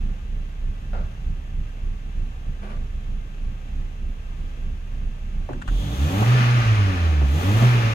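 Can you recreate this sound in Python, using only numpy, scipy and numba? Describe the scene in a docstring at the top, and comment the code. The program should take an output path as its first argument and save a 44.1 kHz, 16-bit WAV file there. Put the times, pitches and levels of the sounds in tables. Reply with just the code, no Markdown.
"""An engine idling and revved

A four-cylinder car engine lopes at a rough idle, close by in a workshop, and is then revved twice.
Periodic firing gives a booming note, and its uneven pulses excite the resonances of body and exhaust.
Valve gear and intake add broadband noise; a knock, a scuff, two thuds and pedal clicks sound nearby.
Of two microphone ports a hand apart, the left hears the treble first."""
import sys
import numpy as np
from scipy import signal
from scipy.fft import rfft, irfft
from scipy.io import wavfile
from scipy.ndimage import uniform_filter1d
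from numba import njit

SR = 44100
rng = np.random.default_rng(int(sys.argv[2]) if len(sys.argv) > 2 else 0)


def to_wav(s):
    """Save 16-bit WAV."""
    ch = np.atleast_2d(s).T  # columns
    pcm = np.round(np.clip(ch, -1, 1) * 32767)  # PCM
    wavfile.write(sys.argv[1], SR, pcm.astype(np.int16))


N = 350154

# Noise spectra. Each row: frequency in Hz, relative spectral density in dB.
IDLE_SPECTRUM = [(24, -59.5), (40, 0), (60, -2), (91, -16.5), (151, -23), (203, -21), (319, -39),
                 (361, -33.5), (389, -36), (611, -39), (1390, -47), (2540, -45.5), (4510, -60),
                 (6730, -69.5), (9000, -68), (12000, -65), (14500, -74), (15800, -75)]
GEAR_SPECTRUM = [(530, -33), (900, -7), (1120, -3), (1420, -1), (2240, -3.5), (2460, 0), (5240, -22),
                 (6570, -33.5), (7500, -38.5), (11500, -31.5), (15800, -66)]
GROWL_SPECTRUM = [(60, -48), (110, -16), (210, 6.5), (260, -2), (566, -5), (780, -6), (1100, -11.5),
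                  (1500, -47)]
HISS_SPECTRUM = [(4120, -5), (7000, -5), (7370, -3), (9250, -12), (12300, -1), (15000, -9), (15800, -18)]
PLATE_SPECTRUM = [(1500, -35), (2850, -6), (3300, -5), (3800, -10), (5200, -19), (6500, -11), (7600, -20.5),
                  (15000, -29)]  # air past the throttle plate
# Resonances. Each row: centre in Hz, width in Hz, gain in dB.
BAY_MODES = [(422, 12, 1.5), (516, 6.8, 3.5), (550, 12, -7.5), (764, 11, 8), (832, 7.5, 8), (1124, 33, 4),
             (1230, 207, 7.5), (1428, 14, 3.5), (1590, 80, 2), (1755, 17, 10), (1970, 4.7, 9),
             (2100, 8, 9.5), (2457, 23, 3.5), (4020, 28, 6.5), (6490, 2680, 15)]  # panels of the engine bay
WHIRR_MODES = [(64.7, 3.5, -1), (140.5, 20, 5.5), (1590, 130, 5), (2690, 39, 8.5), (3280, 1120, 5.5)]  # in the idle noise alone
PANEL_MODES = [(605, 480, 16), (843.4, 120, -3), (1140, 140, 9), (1430, 340, 8), (1700, 220, 5),
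               (2600, 3100, -10)]
FLOOR_MODES = [(133, 39, 3), (242, 6.6, 10), (289, 41, 6), (363, 44, 1.5), (535, 450, -7.5),
               (950, 480, -14.5), (1400, 640, -19)]
PEDAL_MODES = [(800, 500, 5.5), (1450, 560, 17.5), (1860, 400, -3), (2700, 800, 6), (4380, 2000, -22),
               (6800, 2100, -7), (10800, 6800, -43)]
SCUFF_MODES = [(340, 70, -2), (557, 500, 1.5), (1168, 83, 5.5), (1410, 260, -1.5), (2380, 2300, -13),
               (10200, 2643, -36)]
BODY_MODES = [(55.2, 27, 6), (75.6, 54, 1.5), (103.6, 34, 9.5), (145.9, 15.7, 9), (180, 29, -2),
              (200.5, 32, -1.5), (281.8, 44, 0), (383.4, 13, -17.5), (430.7, 32, -14.5), (578, 73, -11)]  # body and exhaust
# Pitches that the room swallows. Each row: centre in Hz, width in Hz, gain in dB.
ROOM_NULLS = [(51.8, 6, -8), (64.6, 3.8, -6), (89.4, 5.3, -10), (105.6, 2.8, -7.5), (115.2, 2.75, -8.5)]
# Impacts. Each row: start in seconds, peak level in dB, seconds for the rattle to fall 60 dB.
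KNOCKS = [(.932, -34.5, 0.47), (.951, -38.5, 0.43), (.962, -42, 0.45)]
THUDS = [(5.49, -26.5, 0.23), (7.215, -25, 0.17)]
PEDAL_CLICKS = [(5.532, -33.5, 0.028), (5.6171, -31, 0.024), (5.622, -29.5, 0.04), (5.678, -26, 0.038),
                (5.6847, -29.5, 0.066)]
# Strokes of a rub. Each row: start in seconds, level in dB.
SCUFF_STROKES = [(2.615, -36.5), (2.686, -40.5)]
# Throttle blips. Each row: opening time, time taken to open and shutting time, all in seconds.
BLIPS = [(5.64, 0.46, 6.2), (7.24, 0.18, 7.6)]
# Course of the engine. Each row: time in seconds, firing rate in Hz, base levels of note and ring in dB.
ENGINE_COURSE = [(0.0, 30.61, -29, -51), (2.1, 30.45, -35, -50.5), (2.4, 29.51, -32.5, -49.5),
                 (5.4, 29.23, -32, -52), (5.66, 32.94, -49, -36.5), (5.69, 35.5, -19.5, -32.5),
                 (5.77, 43.03, -16.5, -33), (5.86, 51.15, -24.5, -30.5), (5.97, 65.97, -24.5, -29),
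                 (6.04, 74.88, -16, -27.5), (6.12, 92.2, -26, -21), (6.23, 112.9, -13.5, -26),
                 (6.35, 125.4, -13, -30), (6.46, 119.5, -15, -27), (6.55, 122, -17, -22.5),
                 (6.72, 108.9, -12.5, -31), (6.96, 88.65, -17, -26), (7.28, 66.44, -14.5, -33.5),
                 (7.38, 81.9, -18.5, -25.5), (7.5, 101.4, -17, -23), (7.65, 122.9, -11.5, -28),
                 (7.74, 121, -13, -25), (7.85, 113.1, -12.5, -21.5), (7.94, 110.6, -23.5, -28)]
# Surges of strong firings at idle. Each row: middle in seconds, level in dB, half width in seconds.
SURGES = [(.06, -27, 0.063), (.37, -31.5, 0.083), (0.669, -28, 0.039), (0.979, -29.5, 0.094),
          (1.3, -28, 0.062), (1.59, -26.5, 0.042), (1.88, -25.5, 0.046), (2.08, -35, 0.031),
          (2.208, -25, .045), (2.5, -28.5, 0.021), (2.8, -30.5, 0.055), (2.961, -34, 0.035),
          (3.13, -30.5, 0.065), (3.46, -30.5, .05), (3.8, -29.5, 0.055), (4.07, -30.5, 0.062),
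          (4.3, -35, 0.02), (4.43, -31.5, 0.037), (4.671, -29, 0.056), (4.95, -34, 0.034), (5.06, -28, .04),
          (5.26, -37, 0.027), (5.39, -29, 0.05), (5.57, -29.5, 0.024)]
# Firing strength round the cycle. Each entry: one cylinder's offset in dB, before scaling by roughness.
CYLINDER_BALANCE = [-3.5, -3.5, -3, -8]
# The two ports. Each row: frequency in Hz, coherence from 0 to 1, left minus right level in dB.
PORT_RESPONSE = [(29.3, 0.98, -1.5), (60, 0.97, -0.5), (130, 0.98, -1.5), (292, 0.87, -1), (594, 0.52, -.4),
                 (970, 0.61, 1), (2000, 0.29, 3.5), (4000, 0.14, -0.2), (7000, 0.37, 3), (12000, 0.8, .5)]

# Noise laws: dB at FULL_HZ with the throttle shut, dB per octave of speed, dB per unit of opening.
GEAR_LAW, GROWL_LAW = (-29, 12.8, 1.76), (-33, 9.3, 4.6)
HISS_LAW, PLATE_LAW = (-67, 5.6, 20.7), (-49.5, 2.5, 9.8)
FULL_HZ = 120  # firing rate near the top of a rev
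TIME, BIN_HZ = np.arange(N) / SR, np.arange(N // 2 + 1) * SR / N


def undb(db):
    """Amplitude grows tenfold for every 20 dB."""
    return 10 ** (np.asarray(db) / 20)


def level(x, db):
    """Scaling sets the rms level in dB."""
    return x * undb(db) / np.sqrt(np.mean(x ** 2))


def spectrum(table, column=1):
    """Interpolation along log frequency gives a value for each bin."""
    table = np.array(table)
    return np.interp(np.log(BIN_HZ + 1), np.log(table[:, 0]), table[:, column])


def peaks_db(hz, modes):
    """Lorentzian peaks and dips add in dB."""
    return sum(db / (1 + (2 * (hz - centre) / width) ** 2) for centre, width, db in modes)


def waver(rate_hz):
    """Random steps, smoothed twice, give a slow fluctuation with a spread near 1."""
    hold = int(SR / rate_hz)
    steps = np.repeat(rng.standard_normal(N // hold + 1), hold)
    return 1.3 * uniform_filter1d(uniform_filter1d(steps, hold), hold)[:N]


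def noise(colour, modes=(), *, flicker_db, rate_hz):
    """Spectral shaping colours two independent noises, whose rms wavers about 1."""
    gain = undb(spectrum(colour) + peaks_db(BIN_HZ, modes))
    coloured = irfft(rfft(rng.standard_normal((2, N))) * gain, N)
    return level(coloured, 0) * undb(flicker_db * waver(rate_hz))


def ring(x, modes):
    """Modes superpose; each filters twice, so that the gaps between them stay dark."""
    out = 0
    for k, (hz, width, db) in enumerate(modes):
        peak = signal.iirpeak(hz, hz / width, fs=SR)
        out = out + (-1) ** k * undb(db) * signal.lfilter(*peak, signal.lfilter(*peak, x))
    return out


@njit
def highpass(x, hz, damping):
    """Two integrators in a loop form a high-pass filter whose edge can move."""
    high, band_state, low_state = np.empty(len(x)), 0., 0.
    for i in range(len(x)):
        g = np.tan(np.pi * hz[i] / SR)
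        band = (band_state + g * (x[i] + 1e-18 - low_state)) / (1 + g * (g + damping))
        high[i] = x[i] - damping * band - low_state - g * band
        band_state, low_state = 2 * band - band_state, low_state + 2 * g * band
    return high


def ports(pair, lag_s=20 / SR, lag_from_hz=623, alike_hz=7400):
    """Partial coherence: the right port hears a share of the left sound, later, and a share of its own."""
    left, own = rfft(pair)
    top = 1 / (1 + (alike_hz / (BIN_HZ + 1)) ** 16)  # the highest band is alike and in step
    coherence = np.clip(spectrum(PORT_RESPONSE), 0, 1) * (1 - top) + .7 * top
    delay_s = lag_s / (1 + (lag_from_hz / (BIN_HZ + 1)) ** 3)  # the bass arrives together
    lag = np.exp(-2j * np.pi * BIN_HZ * delay_s) * (1 - top) + top
    right = coherence * left * lag + np.sqrt(1 - coherence ** 2) * own
    pan = undb(spectrum(PORT_RESPONSE, column=2) / 2)
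    return irfft([left * pan, right / pan], N)


def surges():
    """Each surge has a Gaussian envelope, a time from its middle and a level."""
    middle, db, width = np.transpose(SURGES)[:, :, None]
    since = TIME - middle
    return np.exp(-.5 * (since / width) ** 2), since, db


def lope():
    """The surges, weighted by strength, sum to a slow modulation from 0 to about 1."""
    bell, _, db = surges()
    return np.sum(bell * np.minimum(undb(db - np.median(db)), 1), axis=0)


def rev_gain(hz, db, octave_db, open_db, fall_s=0.28):
    """Noise grows as a power of speed and with the throttle, which ramps open and relaxes shut."""
    opening = sum(np.clip((TIME - opens) / takes, 0, 1) ** .5
                  * np.exp(-np.maximum(TIME - shuts, 0) / fall_s) for opens, takes, shuts in BLIPS)
    return undb(db + octave_db * np.log2(hz / FULL_HZ) + open_db * opening)


def idle_noise(rush_db=-50.5):
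    """Belts, fan and valve gear make a broadband rush; the lope modulates the rumble below it."""
    whole = noise(IDLE_SPECTRUM, BAY_MODES + WHIRR_MODES, flicker_db=.4, rate_hz=8)
    rush = signal.sosfiltfilt(signal.butter(2, 300, "high", fs=SR, output="sos"), whole)
    rumble = signal.sosfiltfilt(signal.butter(3, 50, "high", fs=SR, output="sos"), whole - rush)
    return (rush + rumble * undb(-5 + 11 * lope())) * undb(rush_db) / rush.std()


def impacts(table, modes, rattle):
    """An impulse and a decaying rattle excite the modes of the thing struck."""
    force, t = np.zeros((2, N)), np.arange(SR // 4) / SR
    for start, db, t60 in table:
        hit = rattle * rng.standard_normal((2, len(t))) * np.exp(-np.log(1000) * t / t60)
        hit[:, 0] += 1
        at = int(start * SR)
        force[:, at:at + len(t)] += undb(db) * hit
    return ring(force, modes) / np.abs(ring(signal.unit_impulse(N), modes)).max()


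def scuff(rise_s=0.023, fall_s=.06, hum_hz=209.4, glide_hz_per_s=180, hum_db=-44, hum_s=.075):
    """Friction drives resonances in two gritty strokes, with a rising hum around the second."""
    grit = rng.standard_normal((2, N)) * undb(0.86 * waver(120))
    strokes = sum(undb(db) * np.clip((TIME - start) / rise_s, 0, 1)
                  * np.exp(-np.maximum(TIME - start, 0) / fall_s) for start, db in SCUFF_STROKES)
    t = TIME - SCUFF_STROKES[1][0]
    cycles = t * (hum_hz + glide_hz_per_s * t / 2)
    hum = np.sqrt(2) * undb(hum_db + waver(36)) * np.sin(2 * np.pi * cycles)
    return strokes * level(ring(grit, SCUFF_MODES), 0) + hum * np.exp(-(t / hum_s) ** 4)


def shake(cycles, revving, idle_db=-41, rev_db=-35.5):
    """Uneven cylinders rock the car: a low rumble with subharmonics of the firing note."""
    colour = [(10, -27), (21, -36), (30, 0), (45, 16.5), (62, 17), (140, -2.5), (200, -38), (500, -94)]
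    rocking = noise(colour, flicker_db=1, rate_hz=5.4)
    rocking[0] += 0.12 * np.sin(np.pi * cycles)  # once a crank turn
    rocking[0] += 0.22 * np.sin(np.pi * cycles / 2)  # once a cam turn
    return rocking * undb(idle_db + (rev_db - idle_db) * revving)


def valve_gear(hz, late_s=0.071):
    """Rattle, filtered by the bay's resonances, builds and fades behind the engine speed."""
    late_hz = np.interp(TIME - late_s, TIME, hz)
    return noise(GEAR_SPECTRUM, BAY_MODES, flicker_db=.5, rate_hz=14) * rev_gain(late_hz, *GEAR_LAW)


def growl(hz, bark_db=7.5, late_s=0.029, width_s=0.0097):
    """Low noise, filtered by the bay's resonances, barks just after the throttle shuts."""
    since = TIME - np.array(BLIPS)[:, 2:] - late_s
    bark = undb(bark_db * np.sum(np.exp(-.5 * (since / width_s) ** 2), axis=0))
    return noise(GROWL_SPECTRUM, BAY_MODES, flicker_db=.8, rate_hz=12) * rev_gain(hz, *GROWL_LAW) * bark


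def intake(hz):
    """Turbulent air hisses in the intake and past the throttle plate."""
    hiss = noise(HISS_SPECTRUM, flicker_db=.7, rate_hz=16) * rev_gain(hz, *HISS_LAW)
    suction = noise(PLATE_SPECTRUM, flicker_db=.7, rate_hz=30) * rev_gain(hz, *PLATE_LAW)
    return hiss + suction


def plate_whistle(hz=3400, width_hz=530, db=-47.5, swell_s=0.27):
    """Air past the opening plate whistles as narrow-band noise that swells and fades."""
    age = np.maximum(TIME - np.array(BLIPS)[:, :1], 0) / swell_s
    air = level(ring(rng.standard_normal((2, N)), [(hz, width_hz, 0)]), db)
    return air * np.sum(age * np.exp(1 - age), axis=0)


def body_ring(hz, cycles, ring_db, lope_db=4):
    """One uneven pulse a firing drives the modes of body and exhaust with its overtones."""
    at = np.flatnonzero(np.diff(np.floor(cycles)) > 0)
    rough = np.clip(30 / hz[at], 0, 1) ** 2  # combustion is ragged at idle, even at speed
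    time_scatter, size_scatter = rng.standard_normal((1000, 2))[:len(at)].T
    late = (.05 * rough * time_scatter * SR / hz[at]).astype(int)
    size_db = np.resize(CYLINDER_BALANCE, len(at)) * (.3 + rough) + (1.3 + 1.2 * rough) * size_scatter
    pulses = np.zeros(N)
    pulses[np.clip(at + late, 0, N - 1)] = undb(size_db) / np.sqrt(hz[at])
    for _ in range(2):  # suppress the fundamental
        pulses = highpass(pulses, 1.64 * hz, 1.3)
    return undb(ring_db + lope_db * lope()) * level(ring(pulses, BODY_MODES), 0)


def firing_note(hz, cycles, note_db, flat_hz=2.67):
    """The fundamental lies at the firing rate and dips at room nulls; surges add a flatter tone."""
    note = undb(note_db + peaks_db(hz, ROOM_NULLS) + .9 * waver(16)) * np.sin(2 * np.pi * cycles)
    bell, since, db = surges()
    surging = undb(db) * bell * np.sin(2 * np.pi * (cycles - flat_hz * since))
    return np.sqrt(2) * (note + surging.sum(axis=0))


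def scene(reflection_s=0.0024):
    """The sources superpose at the ports; the firings also reach the right one off a near panel."""
    times, *columns = np.transpose(ENGINE_COURSE)
    hz, note_db, ring_db = [np.interp(TIME, times, column) for column in columns]
    cycles = np.cumsum(hz) / SR  # one cycle a firing
    boom = body_ring(hz, cycles, ring_db) + firing_note(hz, cycles, note_db)
    reflected = np.pad(boom, (int(reflection_s * SR), 0))[:N]
    revving = np.clip((TIME - BLIPS[0][0]) / 0.081, 0, 1)  # on from the first blip
    puff = 1 + 0.045 * np.cos(2 * np.pi * cycles)
    running = puff * (idle_noise() + revving * (valve_gear(hz) + growl(hz) + intake(hz)))
    engine = np.array([boom, reflected]) + running + shake(cycles, revving) + plate_whistle()
    knocks = impacts(KNOCKS, PANEL_MODES, rattle=0.15)
    thuds = impacts(THUDS, FLOOR_MODES, rattle=0.1)
    clicks = impacts(PEDAL_CLICKS, PEDAL_MODES, rattle=0.2)
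    return ports((engine + knocks + thuds + clicks + scuff()) * signal.windows.tukey(N, .002))


def record(dry):
    """A steep low-pass filter limits the bandwidth."""
    return signal.sosfilt(signal.ellip(14, .3, 70, 15930, fs=SR, output="sos"), dry)


dry = scene()
out = record(dry)
to_wav(out)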